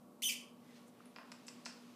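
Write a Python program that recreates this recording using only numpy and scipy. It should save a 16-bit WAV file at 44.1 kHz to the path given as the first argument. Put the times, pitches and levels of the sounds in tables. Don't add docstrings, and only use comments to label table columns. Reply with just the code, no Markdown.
import sys
import numpy as np
from scipy import signal
from scipy.fft import rfft, irfft
from scipy.io import wavfile

SR = 44100
rng = np.random.default_rng(int(sys.argv[2]) if len(sys.argv) > 2 else 0)


def to_wav(s):
    ch = np.atleast_2d(s).T
    pcm = np.round(np.clip(ch, -1, 1) * 32767)
    wavfile.write(sys.argv[1], SR, pcm.astype(np.int16))


N = 85995

# f/Hz, relative density/dB
NOISE_SPECTRUM = [(25, -22), (75, -31.5), (105, -9), (140, -3.5), (185, 6), (260, 5.5), (320, 0.5),
                  (600, -3.5), (850, -7.5), (1150, -7.5), (1600, -20.5), (3000, -24.5), (6000, -27),
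                  (12000, -25), (15500, -31.5)]
# f/Hz, level/dB
HUM_LINES = [(120, -84), (167, -80), (240.5, -62), (480, -75.5), (587, -77.5), (1125, -78.5)]
# f/Hz, T60/s
ROOM_T60 = [(300, .42), (1200, 0.8), (2200, 0.37), (3100, .42), (6000, .34), (10000, 0.33), (15000, 0.18)]
# delay/s, level/dB
REFLECTIONS = [(.0043, -13.5), (.0091, -12), (0.0123, -9)]
# peak t/s, Gaussian width/s, level/dB, centre f/Hz, spread/octaves
RUSTLES = [(0.683, 0.034, -78, 2035, 0.015), (0.753, 0.1, -68.5, 2040, 1.24),
           (0.765, 0.014, -69.5, 3730, 0.75), (0.883, 0.012, -71, 8050, .5),
           (1.028, 0.057, -71.5, 1440, 1.12), (1.46, 0.43, -73, 2310, 1.03), (1.79, 0.39, -69, 2780, 1.08)]
# f/Hz, relative level/dB, T60/s
CLICK_MODES = [(700, -14, 0.021), (1097, -8.5, 0.021), (1430, 1.5, 0.0038), (2090, -11.5, 0.0098),
               (2650, 2.5, 0.0031), (4780, 5.5, 0.0015), (5210, -1.5, 0.0054), (7130, -3, 0.0028),
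               (7670, -10, 0.012), (9700, -22, 0.0097)]
# t/s, peak level/dB, centre f/Hz, spread/octaves, relative room level/dB
CLICKS = [(1.006, -50.5, 1270, 0.15, -14), (1.057, -52, 10200, 0.098, -2), (1.0585, -49.5, 1980, 1.05, -36),
          (1.162, -37.5, 2440, .8, -3.5), (1.1623, -44.5, 4940, 0.083, -3.5), (1.1657, -38, 1190, 1.07, -8),
          (1.1857, -36, 1480, 1, -1), (1.3183, -35, 3800, 1.34, -4), (1.3215, -35.5, 2160, 1.1, -6.5),
          (1.3233, -46, 8140, 0.42, -2.5), (1.4684, -44, 7940, 0.39, 7), (1.4818, -36.5, 4430, 0.83, -7.5),
          (1.4837, -33, 3160, 1.14, -3), (1.488, -39, 5900, 0.25, -14), (1.652, -41, 5800, 0.77, 9.5),
          (1.6578, -31.5, 5300, 0.37, -1), (1.6618, -33.5, 2300, 0.6, -1.5), (1.664, -36, 990, 0.88, -6.5),
          (1.6646, -35.5, 5500, 0.58, -1)]
# t/s, f/Hz
PITCH = [(.2205, 2000), (.223, 2100), (.2255, 2650), (.228, 2950), (.232, 3030), (.2365, 3680),
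         (.242, 3160), (.254, 3100), (.261, 2990), (.271, 3000), (.279, 3270), (.285, 2980), (.29, 2660),
         (.301, 2270), (.309, 2400), (.316, 2950), (.32, 2750), (.327, 2050)]
# t/s, level/dB
EFFORT = [(0.2195, -39), (0.229, -36.5), (0.246, -37), (0.262, -33), (0.285, -38), (0.298, -35.5),
          (0.31, -46), (.318, -42.5), (.325, -43), (0.331, -47.5)]
# t/s, roughness (0-1)
ROUGHNESS = [(.221, .55), (.228, .35), (.24, .5), (.252, .4), (.263, .2), (.285, .3), (.293, .55),
             (.303, .4), (.312, .45), (.322, .8)]
HARMONICS = [-1, -4, -6, -13, -17]
# f/Hz, gain/dB
VOCAL_TRACT = [(900, -48), (1550, -18), (2050, -5.5), (3050, -1.5), (3600, 1), (4200, -9), (4900, -1.5),
               (6100, -2), (7700, -2), (9200, -1), (11400, 0), (12600, 1), (15500, -2)]


def undb(db):
    return 10 ** (np.asarray(db) / 20)


def unit_rms(x):
    return x / np.sqrt(np.mean(x ** 2))


def on_log(hz, points):
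    freqs, values = np.array(points).T
    return np.interp(np.log(hz + 1), np.log(freqs), values)


def filtered(x, gain):
    return irfft(rfft(x) * gain(np.fft.rfftfreq(len(x), 1 / SR)), len(x))


def bell(hz, octaves):
    return lambda f: np.exp(-.5 * (np.log2((f + 1) / hz) / octaves) ** 2)


def wander(rate_hz):
    return unit_rms(filtered(rng.standard_normal(N), lambda f: np.exp(-.5 * (f / rate_hz) ** 2)))


def room_noise(level_db=-62.5):
    noise = filtered(rng.standard_normal(N), lambda f: undb(on_log(f, NOISE_SPECTRUM)))
    return undb(level_db) * unit_rms(noise)


def appliance_hum(drift_hz=2.24, waver_db=3.5, rate_hz=14.1):
    hum = 0
    for hz, db in HUM_LINES:
        phase = 2 * np.pi * np.cumsum(hz + drift_hz * wander(rate_hz)) / SR
        hum += undb(db) * unit_rms(np.sin(phase) * undb(waver_db * wander(rate_hz)))
    return hum


def reverberation(x, gap_s=.0014, build_s=.0013):
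    t = np.arange(N // 2) / SR
    noise, tail = rng.standard_normal(len(t)), 0
    centres = [hz for hz, _ in ROOM_T60]
    for share, (_, t60) in zip(np.eye(len(centres)), ROOM_T60):
        band = filtered(noise, lambda f: on_log(f, list(zip(centres, share))))
        tail += band * np.exp(-np.log(1000) * t / t60)
    tail *= np.clip((t - gap_s) / build_s, 0, 1)
    return signal.fftconvolve(x, tail / np.linalg.norm(tail))[:N]


def early_reflections(x):
    return sum(undb(db) * np.pad(x, (int(lag * SR), 0))[:N] for lag, db in REFLECTIONS)


def rustles(t):
    swells = 0
    for peak_s, width_s, db, hz, octaves in RUSTLES:
        grains = rng.standard_normal(N) * undb(wander(190))
        envelope = np.exp(-.5 * ((t - peak_s) / width_s) ** 2)
        swells += undb(db) * unit_rms(filtered(grains, bell(hz, octaves))) * envelope
    return swells


def clicks(t, crack_db=-2.5, decay_s=.0015, cutoff_hz=11700):
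    direct, room_feed = np.zeros(N), np.zeros(N)
    age = t[:2048]
    ring = sum(undb(db) * np.sin(2 * np.pi * hz * age) * np.exp(-np.log(1000) * age / t60)
               for hz, db, t60 in CLICK_MODES)
    lowpass = signal.butter(2, cutoff_hz, fs=SR, output="sos")
    for start, db, hz, octaves, room_db in CLICKS:
        burst = undb(crack_db) * rng.standard_normal(len(age)) * np.exp(-age / decay_s)
        crack = signal.sosfilt(lowpass, burst)
        hit = filtered(np.pad(crack - ring, (len(age), 0)), bell(hz, octaves))
        hit = undb(db) * hit / np.abs(hit).max()
        at = int(start * SR) - len(age)
        direct[at:at + len(hit)] += hit
        room_feed[at:at + len(hit)] += undb(room_db) * hit
    return direct, room_feed


def cat_chirp(t, jitter=.06, shimmer_db=5.5, rasp_db=-2.5, edge_s=.0005):
    times, effort_db = np.array(EFFORT).T
    roughness = np.interp(t, *np.array(ROUGHNESS).T)
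    hz = np.interp(t, *np.array(PITCH).T) * (1 + jitter * roughness * wander(800))
    phase = 2 * np.pi * np.cumsum(hz) / SR
    voice = sum(undb(db + shimmer_db * roughness * wander(370)) * np.sin(k * phase)
                for k, db in enumerate(HARMONICS, 1))
    rasp = undb(rasp_db) * roughness * rng.standard_normal(N) * (1 + np.cos(phase))
    gate = np.clip(np.minimum(t - PITCH[0][0], times[-1] - t) / edge_s, 0, 1)
    envelope = gate * undb(np.interp(t, times, effort_db))
    return filtered(envelope * (voice + rasp), lambda f: undb(on_log(f, VOCAL_TRACT)))


def scene(chirp_room_db=-3):
    t = np.arange(N) / SR
    chirp = cat_chirp(t)
    taps, tap_feed = clicks(t)
    reflected = early_reflections(chirp) + reverberation(undb(chirp_room_db) * chirp + tap_feed)
    return (rustles(t) + room_noise() + appliance_hum() + reflected + taps + chirp)[None]


def record(dry, cutoff_hz=15450):
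    return signal.sosfilt(signal.ellip(10, .2, 70, cutoff_hz, fs=SR, output="sos"), dry)


dry = scene()
out = record(dry)
to_wav(out)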